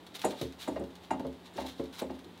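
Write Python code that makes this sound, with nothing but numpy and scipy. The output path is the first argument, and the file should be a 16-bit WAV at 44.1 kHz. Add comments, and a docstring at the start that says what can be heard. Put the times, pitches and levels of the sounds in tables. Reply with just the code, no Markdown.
"""A small quiet room, where a hand feeds plastic filament into a printer's extruder in five strokes.
The strand scrapes and ticks through the feeder in a stream of stick-slip grains. Each tug knocks the
spool on its holder, mostly with a sharp clink; the spool rebounds, then drops back with a thud
through the frame. Faint finger rustle, a wavering hum and room air lie underneath."""
import sys
import numpy as np
from scipy import signal
from scipy.fft import rfft, irfft
from scipy.io import wavfile

SR = 44100
rng = np.random.default_rng(int(sys.argv[2]) if len(sys.argv) > 2 else 0)


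def store_wav(level_fs):
    """Save 16-bit WAV to argv[1]."""
    pcm = np.round(np.clip(np.atleast_2d(level_fs), -1, 1) * 32767)
    wavfile.write(sys.argv[1], SR, pcm.T.astype(np.int16))


N = 105840
T = np.arange(N) / SR

# Hollow midrange clatter of a spool contact: freq_hz, level_db
CLATTER_SPECTRUM = [(60, -11), (150, -11), (260, -2.5), (400, -5.5), (580, 2.5), (690, -0.5), (890, -4),
                    (1050, -10.5), (1250, -23), (2500, -24), (16000, -64)]
# Hard crack at the front of a spool contact: freq_hz, level_db
CRACK_SPECTRUM = [(300, -1), (1100, 15.5), (2200, -2.5), (4200, -7.5), (6000, -8.5), (16000, -80)]
CLATTER_T60_S, CRACK_T60_S = 0.16, 0.1


def amp(db):
    """Decibels to gain."""
    return 10 ** (np.asarray(db) / 20)


def colour(x, spectrum):
    """EQ a signal along a curve of (freq_hz, level_db) points, then scale it to rms 1."""
    hz, db = np.array(spectrum).T
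    curve_db = np.interp(np.log(np.fft.rfftfreq(N, 1 / SR) + 1), np.log(hz), db)
    shaped = irfft(rfft(x) * amp(curve_db), N)
    return shaped / shaped.std()


def noise(spectrum):
    """Coloured noise, rms 1."""
    return colour(rng.standard_normal(N), spectrum)


def drift(rate_hz):
    """Smooth random wander, spread near 1."""
    return np.interp(T * rate_hz, np.arange(256), rng.standard_normal(256))


def fade(t, t60_s):
    """Full level until t = 0, then an exponential decay."""
    return np.exp(-np.log(1000) * np.maximum(t, 0) / t60_s)


def burst(start_s, rise_s, t60_s):
    """Envelope of a hit: linear attack, exponential decay."""
    return np.clip((T - start_s) / rise_s, 0, 1) * fade(T - start_s - rise_s, t60_s)


def ring(modes, start_s, rise_s, eq_db=lambda hz: 0, hold_s=0):
    """Struck modes, slightly detuned on each hit; rise_s holds at 500 Hz, lower modes bloom later."""
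    out, first = np.zeros(N), int(start_s * SR)
    t = T[:min(SR // 2, N - first)]
    for hz, db, t60_s in modes:
        cycles = hz * (1 + 0.0034 * rng.standard_normal()) * t + rng.random()
        attack_s = rise_s * (500 / hz) ** 0.34
        envelope = np.minimum(t / attack_s, 1) * fade(t - attack_s - hold_s, t60_s)
        out[first:first + len(t)] += amp(db + eq_db(hz)) * np.sin(2 * np.pi * cycles) * envelope
    return out


def grit(grains_per_s=10000, spread_db=0.5):
    """Dense stick-slip clicks of uneven size."""
    grains = (rng.random(N) < grains_per_s / SR) * rng.standard_normal(N)
    return grains * amp(spread_db * np.minimum(rng.exponential(size=N), 4))


def room_tone():
    """A bed of dark room air and a faint hum that wavers in level and phase."""
    # Room air: freq_hz, level_db
    air_spectrum = [(25, -22), (45, -20), (72, -8), (110, -13.5), (175, -16.5), (260, -7), (400, -9.5),
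                    (600, -15), (870, -13.5), (1300, -21.5), (2100, -25.5), (3800, -53), (4800, -35),
                    (16000, -43)]
    # Room hum: pitch_hz, level_db
    hum_tones = [(178, -62)]
    out = amp(-55) * noise(air_spectrum)
    for hz, db in hum_tones:
        level = np.sqrt(2) * amp(db + 2.5 * drift(13.44))
        out += level * np.sin(2 * np.pi * hz * T + 0.13 * drift(8.87))
    return out


def finger_rustle():
    """Fingers rub faintly throughout, a fine grain with a flickering level."""
    # Papery finger friction: freq_hz, level_db
    rustle_spectrum = [(200, -15), (900, -3.5), (2600, 6.5), (3700, 10), (4900, -1.5), (8000, -58),
                       (16000, -26.5)]
    return amp(-64 + 1.2 * drift(26.41)) * colour(grit(), rustle_spectrum)


def spool_bumps():
    """The spool settles with soft, dull bumps."""
    # Settling bumps: start_s, level_db
    bumps = [(0.018, -58.5), (0.683, -35.5), (0.789, -37), (1.556, -43.5), (2.11, -46.5), (2.256, -48)]
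    # Muffled low-mid body of a bump: freq_hz, level_db
    bump_spectrum = [(120, -15), (260, -7), (350, 0), (430, -1.5), (650, -18), (1200, -35), (4000, -53)]
    envelope = sum(amp(db) * burst(start_s, rise_s=0.008, t60_s=0.12) for start_s, db in bumps)
    return envelope * noise(bump_spectrum)


def filament_scrape():
    """The strand scrapes and ticks through the feeder, brighter when it moves fast."""
    # Slides of the strand: full_speed_s, half_rise_s, hold_s, t60_s, level_db
    slides = [(0.152, 0.0098, 0.0072, 0.11, -40), (0.231, 0.041, 0.078, 0.17, -49),
              (0.398, 0.04, 0.024, 0.35, -46), (0.608, 0.017, 0.019, 0.23, -43),
              (0.727, 0.098, 0.035, 0.22, -58.5), (1.044, 0.022, 0.0046, 0.12, -52),
              (1.453, 0.018, 0.025, 0.098, -56), (1.572, 0.027, 0.054, 0.23, -48.5),
              (1.666, 0.006, 0.0086, 0.063, -42.5), (1.688, 0.0055, 0.0056, 0.24, -47),
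              (1.798, 0.035, 0.0084, 0.19, -52.5), (1.93, 0.0064, 0.046, 0.093, -48.5),
              (1.995, 0.012, 0.0074, 0.078, -39), (2.146, 0.0067, 0.017, 0.042, -58)]
    # Ticks of the strand in the feeder: start_s, level_db
    ticks = [(0.0657, -47), (0.1935, -44.5), (0.216, -41.5), (0.2965, -55), (0.307, -45), (0.4131, -41.5),
             (0.5226, -52.5), (0.628, -51.5), (0.8385, -51.5), (0.9033, -58), (0.9533, -47.5),
             (1.1954, -48.5), (1.268, -53), (1.327, -55.5), (1.4568, -56), (1.566, -57), (1.605, -52),
             (1.8387, -52), (1.856, -55), (1.928, -59), (2.107, -52.5), (2.191, -52), (2.2437, -53),
             (2.376, -53)]
    # Rasp of plastic in the feeder: freq_hz, level_db
    scrape_spectrum = [(200, -33), (900, -4.5), (2100, -4.5), (2700, -4.5), (3350, 1.5), (3850, 4.5),
                       (4300, 0.5), (4800, -4), (5600, -5), (8000, -8), (12000, -8), (16000, -9.5)]
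    effort = np.zeros(N)
    for full_speed_s, half_rise_s, hold_s, t60_s, db in slides:
        swell = np.clip((T - full_speed_s) / (2 * half_rise_s) + 1, 0, 1) ** 2
        effort += amp(db) * swell * fade(T - full_speed_s - hold_s, t60_s)
    effort *= amp(0.93 * drift(90))  # the slides flutter in level
    for start_s, db in ticks:
        edge = 1 + 0.44 * (T < start_s + 0.0025)  # a harder first instant
        effort += amp(db) * edge * burst(start_s, rise_s=0.00026, t60_s=0.085)
    scrape = colour(grit(), scrape_spectrum)
    dull = signal.sosfilt(signal.butter(1, 4300, fs=SR, output="sos"), scrape)
    brightness = effort / (effort + amp(-37.5))
    return effort * (dull + brightness * (scrape - dull))


def spool_knocks():
    """The spool hits its holder and rebounds: its body rings and clatters, its flange cracks."""
    # Knocks and rebounds: start_s, level_db, low_body_db, high_ring_db, crack_db
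    knocks = [(0.2386, -38, 9, 13, -38), (0.2444, -23.5, -4.5, -4.5, -40.5), (0.325, -46, -4, 7, -48),
              (0.675, -33, 2.5, -0.5, -42.5), (0.760, -33.5, -10, -7.5, -43), (1.1059, -29.5, 1.5, 5, -35),
              (1.133, -46.5, -6, 8, -46), (1.1948, -38.5, 8, -2, -48.5), (1.578, -32.5, -3.5, 1, -41.5),
              (1.604, -40.5, 7, -15, -49), (1.641, -42, 6.5, 3.5, -62), (2.0134, -30.5, 1, -6.5, -49),
              (2.096, -39, 6.5, -7, -50)]
    # Resonances of the spool body: pitch_hz, level_db, t60_s
    spool_modes = [(170, -15, .1), (205, -11, .14), (243, -7, .14), (266, -3, .18), (288, -10, .14),
                   (345, -8, .12), (382, -7, .15), (495, -11, .12), (550, -3, .12), (578, -5, .11),
                   (632, -9, .12), (755, -3, .12), (858, -2, .12), (900, 1, .14), (935, -11, .2),
                   (1010, -18, .12), (1098, -19, .18)]
    # Bright resonances of the flange: pitch_hz, level_db, t60_s
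    flange_modes = [(1251, -7, .11), (1420, -4, .08), (1610, -2, .09), (1895, 0, .07), (2105, -5, .07),
                    (2378, -5, .08), (2806, -6, .18), (3876, -13, .1)]
    body_rise_s, punch_s, boom_hz = 0.0078, 0.024, 74
    out, clatter, crack = np.zeros(N), noise(CLATTER_SPECTRUM), noise(CRACK_SPECTRUM)
    for start_s, db, low_db, high_db, crack_db in knocks:
        body = ring(spool_modes, start_s, body_rise_s,
                    eq_db=lambda hz: low_db * (hz < 420) + high_db * (hz > 700))
        rattle = clatter * burst(start_s, body_rise_s, CLATTER_T60_S)
        punch = 1 + amp(-5.5) * np.exp(-((T - start_s) / punch_s) ** 4)
        out += amp(db) * punch * (amp(-7.5) * body + amp(-6.5) * rattle)
        flange = ring(flange_modes, start_s, rise_s=0.0023)
        attack = crack * burst(start_s, 0.00033, CRACK_T60_S)
        out += amp(crack_db) * (amp(-6.5) * flange + amp(-4.5) * attack)
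        if db > -39:  # the harder knocks wake a low room resonance
            boom = np.sin(2 * np.pi * boom_hz * (T - start_s))
            out += amp(-51.5) * boom * burst(start_s, rise_s=0.013, t60_s=0.55)
    return out


def taut_clinks():
    """A hard contact snaps and rings high as the strand goes taut."""
    # Sharp clinks, mostly on the knocks: start_s, level_db, top_db
    clinks = [(0.2468, -34, 2), (0.678, -46, 0), (0.795, -58, -8), (1.1085, -46, -6), (1.5375, -59, -4),
              (2.0175, -50, -4)]
    # High partials of the contact: pitch_hz, level_db
    partials = [(7000, 1), (7950, -1.5), (8380, -10), (8930, -2.5), (9120, -8), (9480, -8), (10400, -20)]
    # Crisp snap of the contact: freq_hz, level_db
    snap_spectrum = [(1000, -44), (6100, -7), (7000, 3), (9500, 2), (11500, -3), (13000, -9), (16000, -26)]
    out, snap = np.zeros(N), noise(snap_spectrum)
    ring_t60_s, crossover_hz = 0.08, 10200
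    modes = [(hz, db, ring_t60_s) for hz, db in partials]
    for start_s, db, top_db in clinks:
        hit = snap * burst(start_s, rise_s=0.00019, t60_s=0.06)
        hit += amp(-3.5) * ring(modes, start_s, rise_s=0.004)
        low = signal.sosfiltfilt(signal.butter(4, crossover_hz, fs=SR, output="sos"), hit)
        out += amp(db - 3.5) * (low + amp(top_db) * (hit - low))
    return out


def frame_thuds():
    """The spool drops back, and its weight thuds through the holder and frame."""
    # Drops of the spool: start_s, level_db, bass_db, top_db, crack_db
    thuds = [(0.4125, -30, 0.5, -4.5, -47), (0.807, -34.5, -5, 0, -52), (1.248, -33, -1, -1, -50.5),
             (1.7949, -31, -3, -2.5, -48.5)]
    # Resonances of the holder and frame: pitch_hz, level_db, t60_s
    frame_modes = [(74, -11, .3), (105, -18, .15), (156, -3, .12), (240, -3, .12), (269, -1, .15),
                   (345, -7, .14), (366, -4, .15), (435, -4, .16), (465, -5, .14), (549, 0, .12),
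                   (576, -7, .1), (630, -11, .12), (668, -11, .13), (755, -16, .12), (858, -15, .11)]
    out, clatter, crack = np.zeros(N), noise(CLATTER_SPECTRUM), noise(CRACK_SPECTRUM)
    for start_s, db, bass_db, top_db, crack_db in thuds:
        frame = ring(frame_modes, start_s, rise_s=0.0022, hold_s=0.01,
                     eq_db=lambda hz: bass_db * (hz < 200) + top_db * (hz > 480))
        rattle = clatter * burst(start_s, 0.00067, CLATTER_T60_S)
        out += amp(db) * (amp(-4.5) * frame + amp(-13) * rattle)
        out += amp(crack_db) * crack * burst(start_s, 0.0014, CRACK_T60_S)
    return out


def room_reverb(direct):
    """The small room answers with a short, warm tail."""
    # Colour of the reflections: freq_hz, level_db
    tail_spectrum = [(50, 4), (300, 5), (1000, -5), (4000, -4.5), (16000, -6.5)]
    tail = noise(tail_spectrum) * burst(0, rise_s=0.0054, t60_s=0.3)
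    return signal.fftconvolve(direct, tail / np.linalg.norm(tail))[:N]


def scene():
    """Mono mix: the handling and its reverb over room tone and finger rustle."""
    bed = room_tone() + finger_rustle()
    handling = spool_bumps() + filament_scrape() + spool_knocks() + taut_clinks() + frame_thuds()
    return (bed + handling + amp(-10.5) * room_reverb(handling))[None]


def record(dry):
    """Steep filters trim the deep bass and the very top."""
    low_cut = signal.butter(8, 62, "high", fs=SR, output="sos")
    high_cut = signal.ellip(10, 0.2, 70, 15750, fs=SR, output="sos")
    return signal.sosfilt(high_cut, signal.sosfilt(low_cut, dry))


dry = scene()
out = record(dry)
store_wav(out)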